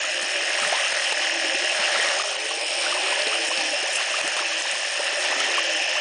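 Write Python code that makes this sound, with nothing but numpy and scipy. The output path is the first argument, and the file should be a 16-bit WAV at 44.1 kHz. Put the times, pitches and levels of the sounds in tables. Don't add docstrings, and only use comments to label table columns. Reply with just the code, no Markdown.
import sys
import numpy as np
from scipy import signal
from scipy.io import wavfile
from scipy.ndimage import uniform_filter1d

SR = 44100
rng = np.random.default_rng(int(sys.argv[2]) if len(sys.argv) > 2 else 0)


def linear_from_db(decibels):
    return 10 ** (np.asarray(decibels, float) / 20)


def wav_record(signal):
    frames = np.transpose(np.atleast_2d(signal))
    bounded = np.clip(frames, -1, 1)
    quanta = np.round(bounded * 32767).astype(np.int16)
    wavfile.write(sys.argv[1], SR, quanta)


N = 264820

# t/s, level above calm/dB
WADING_STEPS = [
    (.78, 8),
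    (2.068, 7.5),
    (3.13, 3.5),
    (4.3, 2.5),
    (5.43, 4.5),
]


def rms_one(x):
    return x / np.sqrt(np.mean(x ** 2) + 1e-20)


def in_time(rows):
    s, *columns = np.transpose(rows)
    return [np.interp(np.arange(N) / SR, s, c) for c in columns]


def swells(events, rise_s, fall_s):
    t = np.arange(N) / SR
    return np.max([np.interp(t, [s - rise_s, s, s + fall_s], [0, db, 0]) for s, db in events], axis=0)


def drift(rate_hz):
    r = np.exp(-80 * np.pi * rate_hz / SR)
    white = rng.standard_normal(N // 40 + 2002)
    slow = signal.lfilter([1], [1, -2 * r, r * r], white)[2000:]
    return np.interp(np.arange(N) / 40, np.arange(len(slow)), rms_one(slow))


def resonate(x, hz, width_hz):
    r = np.exp(-np.pi * width_hz / SR)
    section = [1 - r, 0, r - 1, 1, -2 * r * np.cos(2 * np.pi * hz / SR), r * r]
    return signal.sosfilt([section, section], x + 1e-18)


def bandpass(x, low_hz, high_hz):
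    return signal.sosfilt(signal.butter(2, [low_hz, high_hz], "band", fs=SR, output="sos"), x)


def pulses(cycles, rough_db):
    at = np.flatnonzero(np.diff(np.floor(cycles)) > 0)
    clicks = np.zeros(N)
    clicks[at] = linear_from_db(rough_db * rng.standard_normal(N // 40)[:len(at)])
    return clicks


def slide(hz, gain):
    return np.sqrt(2) * gain * np.sin(2 * np.pi * np.cumsum(hz) / SR)


def crowd(count, low_hz, high_hz, width_hz, per_s, calls_per_s, depth_db):
    out, t = 0, np.arange(N) / SR
    for hz, (own, start) in zip(np.linspace(low_hz, high_hz, count), rng.random((count, 2))):
        wander = drift(3.0)
        calls = calls_per_s * t * (.8 + 0.405 * own) + start + 0.15 * wander
        swell = linear_from_db(depth_db * np.sin(2 * np.pi * calls))
        clicks = pulses(per_s * (.85 + .3 * own) * t + .8 * wander, 1.5) * swell
        out = out + rms_one(resonate(clicks, hz, width_hz))
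    return out / np.sqrt(uniform_filter1d(out ** 2, size=SR // 12))


def blips(events, cycles, rise, gain_db):
    out = np.zeros(N + SR)
    for s, peak_db, hz in events:
        age = np.arange(int(8 * cycles / hz * SR)) * hz / SR / cycles
        tone = np.sin(2 * np.pi * cycles * age * (1 + rise * (age / 2 - 1)))
        at = int((s - cycles / hz) * SR)
        out[at:at + len(age)] += linear_from_db(peak_db + gain_db) * age * np.exp(1 - age) * tone
    return out[:N]


def far_toads(count, blur):
    # t/s, level/dB
    toad_levels = [(0, -37.5), (.7, -33.5), (.95, -36), (2.14, -32), (2.45, -38), (2.85, -33), (3.5, -34),
                   (4.85, -39), (5.05, -35), (6, -34)]
    out = np.zeros(N + SR)
    for s, length, pitch, glide, high, level in rng.random((count, 6)):
        n = int((.04 + .12 * length) * SR)
        upper = high < .25
        centre_hz = (785 + 60 * (pitch - .5)) if upper else (570 + 100 * (pitch - .5))
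        hz = centre_hz + 260 * (glide - .55) * (np.arange(n) - n / 2) / SR
        at = int(s * (N + SR - n))
        out[at:at + n] += slide(hz, np.hanning(n) * linear_from_db(4.6 * level - 0.53 * upper))
    hum = 0
    for hz, width_hz, weight in (597, 130, 1), (755, 230, .57), (352.5, 64, .33):
        hum = hum + weight * resonate(rng.standard_normal(N), hz, width_hz)
    blurred = rms_one(out[SR // 2:SR // 2 + N]) + blur * rms_one(hum)
    even = blurred / np.sqrt(uniform_filter1d(blurred ** 2, size=SR // 8))
    return linear_from_db(in_time(toad_levels)[0] - 0.5) * even


def buzzing_frogs():
    # t/s, level/dB
    buzz_levels = [(0.0, -28.5), (2.1, -28.5), (2.31, -30.5), (3.18, -26), (4.74, -31), (6.0, -25.5)]
    # t/s, level above the crowd/dB
    surges = [(.02, 0.5), (.37, 3.5), (.6, 1), (.84, 5.5), (1.07, 5), (1.25, 2.5), (1.46, 4), (1.66, 3.5),
              (1.85, 1), (2.03, 1), (2.91, -5), (3.05, 1.5), (3.33, 2), (3.97, 4), (4.14, 3), (4.47, 1),
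              (4.56, 4), (4.7, 5), (5.6, 2), (5.72, 2), (5.83, 2), (5.95, -1.5)]
    level_db = in_time(buzz_levels)[0] + swells(surges, rise_s=0.056, fall_s=0.075)
    buzz = crowd(count=9, low_hz=2390, high_hz=3080, width_hz=383, per_s=195, calls_per_s=5.5, depth_db=4.0)
    return linear_from_db(level_db - 2.0) * buzz


def shrill_frogs():
    # t/s, level/dB
    shrill_levels = [(0.0, -38.5), (0.32, -36.5), (2.21, -34.5), (2.42, -39.5), (2.77, -33.5), (3.04, -37),
                     (3.78, -34), (4.04, -38), (5.93, -35), (6.0, -37.5)]
    shrill = crowd(count=10, low_hz=5047, high_hz=5550, width_hz=485,
                   per_s=110, calls_per_s=4.3, depth_db=6.0)
    return linear_from_db(in_time(shrill_levels)[0] + 1.5) * shrill


def triller():
    # t/s, level/dB
    trill_levels = [(0, -32), (.28, -34), (.45, -30.5), (1.1, -29.5), (1.45, -30), (1.8, -32.5),
                    (2.07, -30.5), (2.3, -40.5), (2.7, -44), (3.18, -34), (3.95, -35), (4.74, -35),
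                    (5.56, -31.5), (6, -33)]
    # t/s, share of the near frog/0-1, lowering of its throat/0-1
    near_trill = [(.28, 0, 0), (.4, .75, .1), (.8, .88, .15), (1.6, .8, .2), (2.0, .6, 0), (2.3, .2, 0),
                  (3.2, .5, .5), (4.4, .2, 1), (4.8, .65, 1), (5.3, .45, 1), (6, .55, 1)]
    (level_db,), (share, lowered) = in_time(trill_levels), in_time(near_trill)
    t = np.arange(N) / SR
    rush = .96 * np.exp((.3 - t) / .4)
    tiring = .8 * np.maximum(t - 4.7, 0)
    knocks = 39.7 * t + 1.63 - rush - tiring
    first = pulses(knocks + .025 * drift(30), 2.2)
    near = 0
    for hz, weight in (1870, 1 - lowered), (1785, lowered):
        pair = first + .75 * np.roll(first, round(9 / hz * SR))
        after = resonate(np.roll(first, SR // 300), .88 * hz, 300)
        near = near + weight * rms_one(resonate(pair, hz, 360) + .45 * after)
    others = crowd(count=6, low_hz=1683, high_hz=1942, width_hz=280, per_s=90, calls_per_s=0.72, depth_db=1.5)
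    return linear_from_db(level_db + 0.76) * (np.sqrt(share) * near + np.sqrt(1 - share) * others)


def insects():
    # t/s, level of the high, middle and low insect/dB
    insect_levels = [(0.0, -46, -35, -42.5), (0.17, -42.5, -41.5, -45.5), (0.97, -38, -39, -37.5),
                     (1.17, -42.5, -41, -41.5), (2.02, -38, -39, -41.5), (2.19, -38.5, -37, -38),
                     (2.39, -42.5, -44, -41.5), (2.69, -36.5, -42.5, -47), (4.38, -43.5, -40.5, -38.5),
                     (5.16, -40, -41.5, -43.5), (5.38, -43, -38.5, -39), (6.0, -45.5, -43, -38.5)]
    insect_voices = [
        (8803, 330, 0.6),
        (8310, 1600, 0.67),
        (6703, 470, 0.94),
        (6153, 250, 1),
    ]
    wings = [
        (-.19, 85.23, .108),
        (-.12, 56.7, 0),
        (-.38, 42.67, 0),
    ]
    out, t = 0, np.arange(N) / SR
    high_db, middle_db, low_db = in_time(insect_levels)
    levels = [high_db, high_db - 3.5, middle_db, low_db]
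    strokes = wings[:1] + wings
    for level_db, (done, per_s, slowing), (hz, width_hz, share) in zip(levels, strokes, insect_voices):
        stroke = (done + per_s * t - slowing * t ** 2 / 2 + share / 2 + 0.058) % 1
        gate = np.sin(np.pi * np.clip(stroke / share, 0, 1)) + 0.12
        rasp = 0.62 * np.sin(2 * np.pi * hz * t + 2.5 * drift(150)) + rng.standard_normal(N)
        out = out + linear_from_db(level_db - 1.5) * rms_one(resonate(gate * rasp, hz, width_hz))
    return out


def running_water():
    # f/Hz, spectral level/dB per Hz
    water_colour = [(18, -75), (30, -39), (130, -34.5), (240, -35.5), (330, -20.5), (450, -15), (600, -4),
                    (1090, -8), (1850, -3.5), (2900, -4), (4470, -7), (5600, -12.5), (7470, -18.5),
                    (10300, -24), (13300, -60)]
    out, white, edges = 0, rng.standard_normal((2, N)), 28 * 2 ** np.arange(0, 8.7, 1 / 3)
    colour_hz, colour_levels = np.transpose(water_colour)
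    together, stir_db = drift(10), swells(WADING_STEPS, rise_s=0.52, fall_s=0.28)
    for k, (low, high) in enumerate(zip(edges, edges[1:])):
        band = bandpass(white[k % 2], low, high)
        colour_db = np.interp(np.log(low * high) / 2, np.log(colour_hz), colour_levels)
        reach = np.exp(-(np.log(low / 1100) / 1.3) ** 2) + (low > 2500) * 0.15
        patchy_db = 1.3 * together + (1.8 if low < 2500 else 0.6) * drift(11)
        out = out + band * linear_from_db(colour_db + reach * (stir_db - stir_db.mean()) + patchy_db)
    return linear_from_db(-44 + stir_db.mean() + 12.5) * rms_one(out)


def spray():
    # t/s, level above the steady drizzle/dB
    flung = [
        (.23, 7.5),
        (.32, 3),
        (.67, 7.5),
        (1.07, 3),
        (2.22, -3),
        (3.49, 8),
        (3.96, 14),
        (4.2, 5),
        (4.62, 2.5),
        (5.21, 6.5),
    ]
    sizes = linear_from_db(5.1 * np.minimum(rng.exponential(1, N), 5)) * rng.choice([-1, 1], N)
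    drops_per_s = 4000 * linear_from_db(3.0 * drift(40))
    drops = sizes * (rng.random(N) < drops_per_s / SR)
    spray_db = -47 + swells(flung, rise_s=0.07, fall_s=0.055)
    return linear_from_db(spray_db + 6.5) * rms_one(bandpass(drops, 6000, 12000))


def whoops():
    # t/s, length/s, start f/Hz, end f/Hz, level/dB
    whoop_calls = [(0.044, 0.76, 365, 452.5, -49.5), (2.081, 0.89, 369.6, 556, -47),
                   (2.8, 0.82, 340, 505.4, -45.5), (3.854, 0.66, 382, 435, -55),
                   (5.095, 0.79, 344.6, 506, -49), (0, 0.3, 309.6, 285, -54.5),
                   (0.048, 0.61, 350, 319, -52), (0.752, 0.16, 316, 270, -70),
                   (0.947, 0.51, 349, 326.4, -55), (1.105, 0.46, 309, 275, -54),
                   (1.313, 0.26, 338, 320, -44.5), (1.58, 0.16, 351, 341, -44.5),
                   (1.747, 0.35, 328, 321, -53), (2.283, 0.84, 341.4, 306.5, -53.5),
                   (3.286, 0.49, 340, 311, -47), (3.588, 0.2, 284, 282, -52), (4.39, 0.25, 345, 314, -49),
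                   (4.698, 0.2, 356, 336, -61), (5.249, 0.32, 289.3, 279, -54),
                   (5.426, 0.44, 355, 309, -46.5), (2.95, .35, 322, 315, -58),
                   (4.902, 0.57, 325, 320, -56.5)]
    out, waver = np.zeros(N), 1 + .007 * drift(12)
    for s, length, start_hz, end_hz, level_db in whoop_calls:
        n, at = int(length * SR), int(s * SR)
        hz = np.geomspace(start_hz, end_hz, n) * waver[at:at + n]
        out[at:at + n] += slide(hz, linear_from_db(level_db - 0.5) * signal.windows.tukey(n, .35))
    return out * linear_from_db(3.0 * drift(20))


def croaks():
    # t/s, peak level/dB, throat f/Hz
    croak_calls = [(0.0328, -16, 2870), (0.1191, -14, 2590), (0.222, -29, 2600), (0.35, -16, 2730),
                   (0.4394, -21, 2890), (0.5232, -15, 2560), (0.6, -16, 2770), (0.6609, -24, 2710),
                   (0.7542, -21, 2780), (1.0525, -22, 2870), (1.1025, -21, 2860), (1.2126, -12, 2930),
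                   (1.305, -13, 2850), (1.4427, -18, 2600), (1.49, -18, 2900), (1.5476, -12, 2670),
                   (1.6462, -13, 2830), (1.6971, -9.5, 2700), (1.8385, -9.5, 2800), (1.925, -19, 2830),
                   (2.0052, -11.5, 3100), (2.0823, -13, 2800), (2.121, -16, 2750), (2.2867, -16, 3130),
                   (2.5052, -17, 2840), (2.674, -17, 2810), (2.893, -24, 2570), (3.01, -23, 2640),
                   (3.1155, -15, 2550), (3.271, -15, 2700), (3.3333, -16, 3020), (3.5234, -14, 2650),
                   (3.5707, -15, 2510), (3.7199, -14, 2810), (3.784, -16, 3000), (3.9556, -19, 2580),
                   (3.9988, -15, 2790), (4.129, -18, 2900), (4.1664, -25, 2770), (4.2091, -13.5, 2580),
                   (4.2695, -23, 2480), (4.371, -17, 2680), (4.4527, -11, 2590), (4.5315, -16, 2480),
                   (4.672, -22, 2660), (4.8126, -17, 2710), (4.9564, -11.5, 2740), (5.0665, -12, 2700),
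                   (5.1726, -16, 2400), (5.2535, -13, 2760), (5.3986, -14, 3050), (5.44, -13, 2900),
                   (5.4784, -18, 2700), (5.5413, -12, 2770), (5.5861, -10.5, 2740), (5.663, -19, 2770),
                   (5.7194, -15, 2860), (5.7657, -15, 3010), (5.8002, -14, 2660), (5.9508, -15, 2700)]
    length_s, pulses_per_s = .035, 190
    out, n = np.zeros(N + SR), int(length_s * SR)
    age = np.arange(n) / n
    for (s, peak_db, hz), own in zip(croak_calls, rng.random((len(croak_calls), 2))):
        cycles = pulses_per_s * (.85 + .3 * own[0]) * length_s * age
        clicks = np.diff(np.floor(cycles), prepend=-1) * (1 - 0.78 * age)
        voice = resonate(clicks, hz, 420)
        at = int(s * SR)
        out[at:at + n] += linear_from_db(peak_db - 6.5) * voice / np.abs(voice).max()
    return out[:N]


def drips():
    # t/s, peak level/dB, f/Hz
    drip_events = [(0.043, -23, 1300), (0.601, -25, 1430), (0.633, -19, 1280), (0.732, -31, 935),
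                   (0.866, -20, 1290), (1.126, -22.5, 850), (1.959, -14.5, 1320), (2.059, -24, 1370),
                   (2.199, -17, 1190), (2.511, -24, 1090), (2.866, -16, 1440), (2.926, -17.5, 1190),
                   (2.974, -22.5, 1010), (3.126, -18.5, 975), (3.212, -34, 1200), (3.329, -19, 1254),
                   (3.517, -21, 1060), (3.614, -26, 920), (4.006, -24, 1070), (4.143, -18.5, 1210),
                   (4.523, -27, 1125), (4.754, -25.5, 1037), (5.007, -34, 1030), (5.406, -20, 1280),
                   (5.583, -14.5, 1110)]
    return blips(drip_events, cycles=2.9, rise=0.018, gain_db=-2.6)


def hoots():
    # t/s, peak level/dB, f/Hz
    hoot_calls = [(0.078, -27, 620), (0.13, -33, 555), (0.193, -27, 593), (0.427, -39, 617),
                  (0.471, -25, 553), (0.515, -32, 597), (0.582, -36, 660), (0.661, -28, 623),
                  (0.725, -27, 580), (0.838, -29, 550), (0.953, -21, 600), (1.068, -28, 563),
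                  (1.166, -22, 598), (1.304, -27, 597), (1.43, -25, 550), (1.505, -23, 551),
                  (1.645, -22.5, 615), (1.789, -22, 570), (1.891, -25, 592), (1.938, -19, 586),
                  (2.009, -34, 563), (2.095, -22, 557), (2.205, -31, 637), (2.326, -28, 597),
                  (2.6, -31, 590), (2.712, -30, 590), (2.756, -37, 568), (2.815, -36, 626),
                  (2.946, -23, 593), (3.007, -32, 570), (3.094, -24, 570), (3.152, -26, 568),
                  (3.194, -20, 594), (3.329, -34, 537), (3.728, -20, 576), (3.806, -33, 581),
                  (3.873, -26, 616), (4.097, -26, 647), (4.174, -26, 614), (4.388, -25, 610),
                  (4.485, -31, 590), (4.572, -29, 535), (4.927, -25.5, 599), (4.983, -23, 589),
                  (5.073, -37, 540), (5.169, -21.5, 570), (5.234, -22, 603), (5.295, -29, 576),
                  (5.377, -31, 657), (5.467, -24, 593), (5.576, -19.5, 588), (5.639, -25, 534),
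                  (5.69, -18, 594), (5.786, -25, 540), (5.905, -28, 535)]
    out, n, sag = np.zeros(N + SR), int(0.032 * SR), 0.033
    for s, peak_db, hz in hoot_calls:
        at = int(s * SR)
        sagging_hz = hz * np.linspace(1 + sag / 2, 1 - sag / 2, n)
        out[at:at + n] += slide(sagging_hz, linear_from_db(peak_db - 10.0) * signal.windows.tukey(n, .7))
    return out[:N]


def ticks():
    # t/s, peak level/dB, f/Hz
    tick_events = [(0.214, -26, 7500), (0.601, -18, 7200), (0.756, -25, 3850), (0.969, -24, 7897),
                   (1.057, -25, 7757), (1.129, -23, 7640), (2.028, -17, 6809), (2.087, -14, 3480),
                   (3.221, -14, 4200), (3.273, -13.5, 3800), (3.487, -19, 7369), (3.576, -16, 4060),
                   (3.94, -32, 7300), (3.97, -22, 8200), (4.214, -22, 8200), (4.278, -13.5, 8300),
                   (4.6, -20, 6960), (4.623, -14, 6500), (4.714, -14, 7800), (5.518, -17.5, 3650)]
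    return blips(tick_events, cycles=1.7, rise=0.078, gain_db=0.25)


def plops():
    # t/s, peak level/dB, f/Hz
    plop_events = [(0.233, -41, 212), (0.624, -38, 220.4), (0.638, -45, 161), (0.667, -41, 171),
                   (0.712, -50, 232), (0.845, -52, 187), (1.436, -59, 270), (1.531, -63, 193),
                   (1.799, -38, 201), (1.917, -52, 177), (1.971, -44, 220), (2.018, -50, 188),
                   (2.907, -47, 215), (3.273, -38.5, 240), (3.586, -40, 223), (3.68, -59, 280),
                   (4.247, -42, 201), (4.408, -61, 174), (4.737, -47, 222), (5.372, -39, 254),
                   (5.434, -48, 258), (5.463, -44, 258)]
    return blips(plop_events, cycles=1.42, rise=0.15, gain_db=-3.0)


def droplets():
    per_step, scatter_s = 16, .22
    draws = rng.random((len(WADING_STEPS) * per_step, 4))
    step_s = np.repeat(np.array(WADING_STEPS)[:, 0], per_step)
    s = np.clip(step_s + scatter_s * 2 * (draws[:, 0] + draws[:, 1] - 1), .02, N / SR)
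    events = zip(s, 6.5 * draws[:, 2], 850 * 1.99 ** draws[:, 3])
    return blips(events, cycles=2.36, rise=0.093, gain_db=-32)


def bubbles():
    # t/s, peak level/dB, f/Hz
    bubble_events = [(0.425, -30, 398), (0.727, -10, 664), (1.126, -28, 428), (1.448, -28, 350),
                     (1.551, -24, 330), (1.636, -28, 368), (1.993, -23.5, 423), (2.207, -36, 376),
                     (2.574, -30, 388), (3.271, -21, 420), (3.492, -36, 294), (3.84, -48, 425),
                     (4.247, -27.5, 310), (4.41, -29.5, 360), (4.999, -21, 464), (5.132, -31, 387),
                     (5.328, -17, 803), (5.489, -27.5, 396), (5.598, -41, 315)]
    return blips(bubble_events, cycles=2.11, rise=0.12, gain_db=-5.5)


def slaps():
    # t/s, peak level/dB
    slap_events = [(0.925, -9), (1.123, -4.5), (1.127, -8), (2.027, -15), (2.087, -8), (2.218, -4.5),
                   (2.51, -15), (2.915, -11), (2.947, -10), (3.218, -7.5), (3.271, -10), (3.575, -8),
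                   (3.955, -11), (4.213, -10), (4.277, -6), (4.367, -9), (5.403, -3)]
    clicks = np.zeros(N)
    for s, peak_db in slap_events:
        clicks[int(s * SR)] = linear_from_db(peak_db - 4)
    decay = signal.lfilter([1], [1, -np.exp(-1 / (0.001 * SR))], clicks)
    return bandpass(4.4 * clicks + 0.7 * decay * rng.standard_normal(N), 450, 5500)


def bleats():
    # t/s, length/s, pulse rate/(1/s), throat f/Hz, level/dB
    bleat_calls = [
        (1.928, 0.23, 170, 1820, -30),
        (3.007, 0.25, 190, 1820, -34),
    ]
    out = np.zeros(N)
    for s, length, per_s, hz, level_db in bleat_calls:
        at = slice(int(s * SR), int((s + length) * SR))
        voice = rms_one(resonate(pulses(per_s * np.arange(N) / SR, 0.8), hz, 500))[at]
        out[at] += linear_from_db(level_db) * voice * signal.windows.tukey(len(voice), .6)
    return out


def closing_pockets():
    # t/s, length/s, start f/Hz, end f/Hz, level/dB
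    glides = [
        (5.948, .031, 690, 1480, -33),
        (3.5, 0.0242, 546, 1244, -33.5),
    ]
    out = np.zeros(N + SR)
    for s, length, start_hz, end_hz, level_db in glides:
        n, at = int(length * SR), int(s * SR)
        out[at:at + n] += slide(np.geomspace(start_hz, end_hz, n), linear_from_db(level_db) * signal.windows.tukey(n, .5))
    return out[:N]


def sweeping_bubbles():
    # t/s, peak level/dB, f/Hz
    sweep_events = [
        (3.842, -30, 528),
        (5.003, -28.5, 693),
        (5.078, -44, 800),
    ]
    return blips(sweep_events, cycles=8.2, rise=.5, gain_db=-0.44)


def scene():
    calls = far_toads(count=600, blur=1.11) + buzzing_frogs() + shrill_frogs() + triller() + insects()
    calls = calls + whoops() + croaks() + hoots() + bleats()
    flow = running_water() + spray()
    wet = drips() + ticks() + plops() + droplets() + bubbles() + slaps() + closing_pockets() + sweeping_bubbles()
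    return np.tile(calls + flow + wet, (2, 1))


def drop_weak_treble(x, below_db):
    hz, _, cells = signal.stft(x, SR, nperseg=576, noverlap=288)
    edges = 3740 * 1.075 ** np.arange(15)
    for low, high in zip(edges, edges[1:]):
        band = (hz >= low) & (hz < high)
        power = np.mean(np.abs(cells[band]) ** 2, axis=0)
        margin_db = below_db - 3.1 * np.log2(low / 7000)
        cells[band] *= np.where(power < np.median(power) / linear_from_db(2 * margin_db), .03, 1)
    top = uniform_filter1d(np.mean(np.abs(cells[hz > 7000]) ** 2, axis=0), size=2)
    cells[hz > 9300] *= np.where(top < .58 * np.median(top), .03, 1)
    return signal.istft(cells, SR, nperseg=576, noverlap=288)[1][:N]


def roll_off(x):
    return signal.sosfilt(signal.butter(12, 10410, fs=SR, output="sos"), x)


def record(dry):
    # t/s, depth/dB, thump level/dB
    ducks = [(0.932, 5, -50), (1.131, 3, -58), (2.227, 9, -47), (2.37, 6, -53), (2.932, 6, -59),
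             (3.343, -2, -54), (3.607, -3, -55), (3.812, 1, -52), (3.977, 0, -53), (4.216, 11, -48),
             (4.624, 7.5, -68), (5.865, 5, -48)]
    steps, thumps = np.zeros((2, N))
    for s, depth_db, thump_db in ducks:
        steps[int(s * SR)] = depth_db
        thumps[int(s * SR)] = linear_from_db(thump_db + 15.5)
    reduction_db = signal.lfilter([1], [1, -np.exp(-1 / (0.0058 * SR))], steps)
    ducked = dry[0] * linear_from_db(-reduction_db)
    ducked = ducked + signal.lfilter([1], [1, -np.exp(-1 / (0.00035 * SR))], thumps)
    steep = signal.ellip(12, .1, 62, 9990, fs=SR, output="sos")
    cut = signal.sosfilt(steep, drop_weak_treble(ducked, below_db=3.5))
    return roll_off(np.tile(cut, (2, 1)))


dry = scene()
out = record(dry)
wav_record(out)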